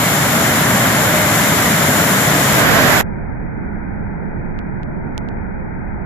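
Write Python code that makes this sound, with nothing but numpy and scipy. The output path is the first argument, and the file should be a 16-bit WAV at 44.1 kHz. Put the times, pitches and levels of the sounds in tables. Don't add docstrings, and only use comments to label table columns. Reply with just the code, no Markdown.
import sys
import numpy as np
from scipy import signal
from scipy.fft import rfft, irfft, next_fast_len
from scipy.io import wavfile
from scipy.ndimage import uniform_filter1d

SR = 44100
rng = np.random.default_rng(int(sys.argv[2]) if len(sys.argv) > 2 else 0)


def unload_audio(sound):
    columns = np.transpose(np.atleast_2d(sound))
    steps = np.round(np.clip(columns, -1, 1) * 32767)
    wavfile.write(sys.argv[1], SR, steps.astype(np.int16))


def ratio(d):
    e = np.asarray(d, float) / 20
    return 10 ** e


N = 266805
TIME = np.arange(N) / SR
SIZE = next_fast_len(N)
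HZ = np.arange(SIZE // 2 + 1) * SR / SIZE + 1e-3
SWITCH_S, SLOW = 3.0123, 8

# (frequency [Hz], width [Hz], left level [dB], right level [dB])
GROUND = [(356, 31, -5.5, -2.5), (416, 58, 0.5, -5.5), (497, 86, -7, -1.5), (565, 280, 3.5, 2.5),
          (813, 120, -0.5, -1)]
# (frequency [Hz], width [Hz], left level [dB], right level [dB])
PORTS = [(1530, 370, 0, 2.5), (2610, 440, -1, -8.5), (4700, 750, -2.5, -3), (7160, 900, 8.5, -7.5),
         (8640, 900, -6.5, -5), (8800, 300, -2.5, -3.5), (9990, 1400, 3, -7), (11820, 3900, 1, 8.5),
         (13440, 1100, 7.5, -1), (14400, 600, 2, 0.5)]
# (frequency [Hz], width [Hz], left level [dB], right level [dB])
PORTS_FLAME = [(1612, 420, -1, 3.5), (2800, 500, 0.5, -4), (3400, 530, -2, 2), (7100, 1100, 7.5, -3),
               (8900, 1300, -7.5, -2.5), (9800, 680, -0.5, -4), (11680, 1300, -0.5, 8),
               (13000, 2000, 4, -0.5)]
# (frequency [Hz], idle [0-1], burner [0-1])
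LIKENESS = [(30.5, 0.63, 0.4), (100, 1, 0.2), (280.2, 0.92, 0.9), (371, .78, 0), (704, .8, 0.91),
            (1404, 0.4, 0.07), (2196, .35, 0.5), (3445, 0.05, 0.3), (15000, 0.03, 0)]


def ramp(start_s, length_s):
    return np.clip((TIME - start_s) / length_s, 0, 1)


def walk(rate):
    hold = int(SR / rate)
    held = np.repeat(rng.standard_normal(N // hold + 1), hold)[:N]
    return 1.3 * uniform_filter1d(uniform_filter1d(held, hold), hold)


def spectrum(table, hz):
    f, *columns = np.transpose(table)
    return np.array([np.interp(np.log(hz), np.log(f), column) for column in columns])


def bumps(table, hz):
    return sum(np.outer(db, np.exp(-0.5 * (2 * (hz - f) / width) ** 2)) for f, width, *db in table)


def turbulence(db, likeness, lag_ms, flicker_db, rate, octaves, lean=0., size=5):
    shared, own = rfft(rng.standard_normal((2, SIZE)))
    likeness = np.clip(likeness, 0, 1)
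    lag = np.exp(2j * np.pi * HZ * lag_ms / 1000)
    right = (likeness * shared + np.sqrt(1 - likeness ** 2) * own) * lag
    pair = np.array([shared, right]) * ratio(db)
    out = 0
    for octave in octaves:
        band = np.cos(np.pi / 2 * np.clip(np.log2(HZ) - octave, -1, 1)) ** 2
        out = out + irfft(pair * band, SIZE)[:, :N] * ratio(flicker_db * walk(rate))
    spread = out.std(axis=1, keepdims=True)
    squared = uniform_filter1d(out, size) ** 2
    crests = squared - np.mean(squared, axis=1, keepdims=True)
    out = out + np.reshape(lean, (-1, 1)) * crests / spread
    return out / np.sqrt(np.mean(out ** 2))


def afterburner():
    # (frequency [Hz], left level [dB], right level [dB])
    flame_spectrum = [(20, -17, -12), (40.5, -19.5, -11.5), (139.1, 0.5, -0.5), (210.4, -10, -1),
                      (400, -5.5, -4), (900, -10, -4.5), (1880, -11, -5), (2600, -12.5, -12),
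                      (4380, -21, -20.5), (7000, -24.5, -19.5), (10070, -20, -26), (14500, -25, -23.5)]
    light_s, build_s, level_db = 2.44, 0.29, -10
    colour = spectrum(flame_spectrum, HZ) + bumps(GROUND + PORTS_FLAME, HZ)
    flame = turbulence(colour, spectrum(LIKENESS, HZ)[1], lag_ms=-0.13, flicker_db=0.4, rate=25,
                       octaves=range(4, 15), lean=[0.06, 0])
    return ratio(level_db) * ramp(light_s, build_s) * flame


def slowed_burner():
    # (frequency [Hz], left level [dB], right level [dB])
    far_spectrum = [(100, -14.5, -3), (250, -2, 2.5), (500, -7, -2.5), (1010, -7.5, -4), (1637, -10, -1.5),
                    (2040, -10.5, -8.5), (2860, -14, -7.5), (3900, -19, -21), (6900, -24, -17.5),
                    (9700, -23.5, -28), (13900, -28, -25.5), (16450, -26.5, -27.5), (20860, -35.5, -41)]
    true_hz = SLOW * HZ
    colour = spectrum(far_spectrum, true_hz) + 1.09 * bumps(PORTS_FLAME, true_hz)
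    roar = turbulence(colour, 0.69 * spectrum(LIKENESS, true_hz)[1], lag_ms=-1.204, flicker_db=0.78,
                      rate=6.5, octaves=range(3, 13), lean=[0.12, -0.01], size=40)
    roar[1] = 2.68 * np.tanh(roar[1] / 2.83)
    since = TIME - SWITCH_S
    level_db = -30 + 0.05 * since
    pan_db = -5 + 0.35 * since
    return roar * ratio(level_db + 6 + np.array([pan_db + 9, -pan_db - 0.5]) / 2)


def exhaust_roar():
    # (frequency [Hz], left level [dB], right level [dB])
    roar_spectrum = [(19.85, -25.5, -29.5), (37.2, -28.5, -25.5), (70, -10.5, -12.5), (115.2, -0.5, -1),
                     (160, 0.5, 0), (210, -0.5, -3), (295.6, -6, -4), (345, -7, -9), (900, -10, -9),
                     (2050, -9, -9), (2180, -10.5, -9), (3120, -20, -15.5), (4613, -24.5, -32.5)]
    colour = spectrum(roar_spectrum, HZ) + bumps(GROUND + PORTS, HZ)
    return turbulence(colour, spectrum(LIKENESS, HZ)[0], lag_ms=-0.091, flicker_db=-0.24, rate=11,
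                      octaves=range(4, 13))


def intake_hiss():
    # (frequency [Hz], left level [dB], right level [dB])
    hiss_spectrum = [(1495, -36.5, -29), (2530, -5, -12.5), (3470, 0.5, -6), (4960, -1, -4.5),
                     (7980, -2, -2), (11060, -2.5, -10), (14680, -6, -14.5)]
    colour = spectrum(hiss_spectrum, HZ) + bumps(GROUND + PORTS, HZ)
    return turbulence(colour, spectrum(LIKENESS, HZ)[0], lag_ms=-0.1, flicker_db=-0.5, rate=22,
                      octaves=range(10, 15))


def tailpipe_howl():
    since = TIME - 1.2
    hz = (615 - 7.93 * since) * (1 + 0.011 * walk(18))
    swell_db_s, stop_db_s = 24.5, 179
    level_db = -29.5 + np.minimum(swell_db_s * since, -stop_db_s * since)
    howl = ratio(level_db + 3 * walk(14)) * np.sin(2 * np.pi * np.cumsum(hz) / SR)
    return np.sqrt(2) * howl * ratio([[1.5], [-1.5]])


def shaft_tones():
    # (multiple of shaft rate [-], level [dB])
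    harmonics = [(10, -47), (11, -53), (12, -50), (14, -53), (17, -51), (21, -53), (23, -53), (31, -53)]
    shaft_hz = 301.7 * (1 + 0.000594 * walk(3))
    angle = 2 * np.pi * np.cumsum(shaft_hz) / SR
    tones = 0
    for multiple, db in harmonics:
        phase = rng.uniform(0, 2 * np.pi, (2, 1))
        tones = tones + ratio(db + 3.3 * walk(6.7)) * np.sin(multiple * angle + phase)
    return np.sqrt(2) * tones


def jets():
    push = ramp(2.6, 0.12)
    settle_db = -1.4 * (1 - ramp(0, 0.51))
    roar_db = -13.5 + 0.05 * TIME + settle_db - 7.5 * push
    hiss_db = -19.5 + 0.4 * TIME - 19 * push
    whine = ratio(22) * (shaft_tones() + tailpipe_howl())
    sound = afterburner() + ratio(roar_db) * exhaust_roar() + ratio(hiss_db) * (intake_hiss() + whine)
    return 1.9 * np.tanh(sound / 1.9)


def masked_gaps(x, frame, top_hz, starve_db, starve_hz):
    hz, _, cells = signal.stft(x, SR, "cosine", nperseg=frame)
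    power = np.abs(cells) ** 2
    band = uniform_filter1d(power, size=8, axis=1)[:, 4::8].repeat(8, axis=1)
    band = np.pad(band, ((0, 0), (0, len(hz) - band.shape[1]), (0, 0)))
    loudness = uniform_filter1d(power.mean(axis=(0, 1)), size=15)
    swing = uniform_filter1d(rng.standard_normal((2, 1, len(loudness))), size=2, axis=2)
    loudness = loudness * ratio(2.4 * swing)
    safe = (hz < starve_hz[0]) | (hz > starve_hz[1])
    audible = band > loudness * ratio(2 * starve_db)
    keep = (safe[:, None] | audible) & (hz < top_hz)[:, None]
    return signal.istft(cells * keep, SR, "cosine", nperseg=frame)[1][:, :N]


def overflow(x):
    # (time [s], depth [dB], width [ms])
    folded_crests = [
        (4.59035, -14, .063),
        (4.83255, -18, .055),
        (5.1787, -11, .07),
        (5.179, -4.8, .027),
        (5.28812, -17, .055),
    ]
    ceiling = 0.21
    right, folds = x[1], 0
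    for s, depth_db, width_ms in folded_crests:
        ms = 1000 * (TIME - s)
        right = right + (ceiling - right) * np.exp(-0.5 * (ms / 0.7) ** 2)
        side_ms = width_ms * np.where(ms > 0, 1.5, 0.8)
        folds = folds + ratio(depth_db) * np.exp(-0.5 * (ms / side_ms) ** 2)
    return np.array([x[0], right - folds])


def scene():
    slow = ramp(SWITCH_S, 0.021)
    step = np.where(TIME < SWITCH_S, 1, ratio(-15))
    normal = masked_gaps(jets(), frame=2048, top_hz=14560, starve_db=-12, starve_hz=(3000, 14560))
    swap = np.array([[1, 1], [1, -1.054]]) / np.sqrt(2)
    gapped = masked_gaps(swap @ slowed_burner(), frame=2048 * SLOW // 2, top_hz=20050 / SLOW,
                         starve_db=-10, starve_hz=(900, 1300))
    slowed = overflow(swap @ gapped)
    return step * np.cos(np.pi / 2 * slow) * normal + np.sin(np.pi / 2 * slow) * slowed


def band_limit(x):
    return signal.sosfilt(signal.butter(12, 14900, fs=SR, output="sos"), x)


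def record(dry):
    mix = np.clip(dry, -1, 1)
    return band_limit(mix)


dry = scene()
out = record(dry)
unload_audio(out)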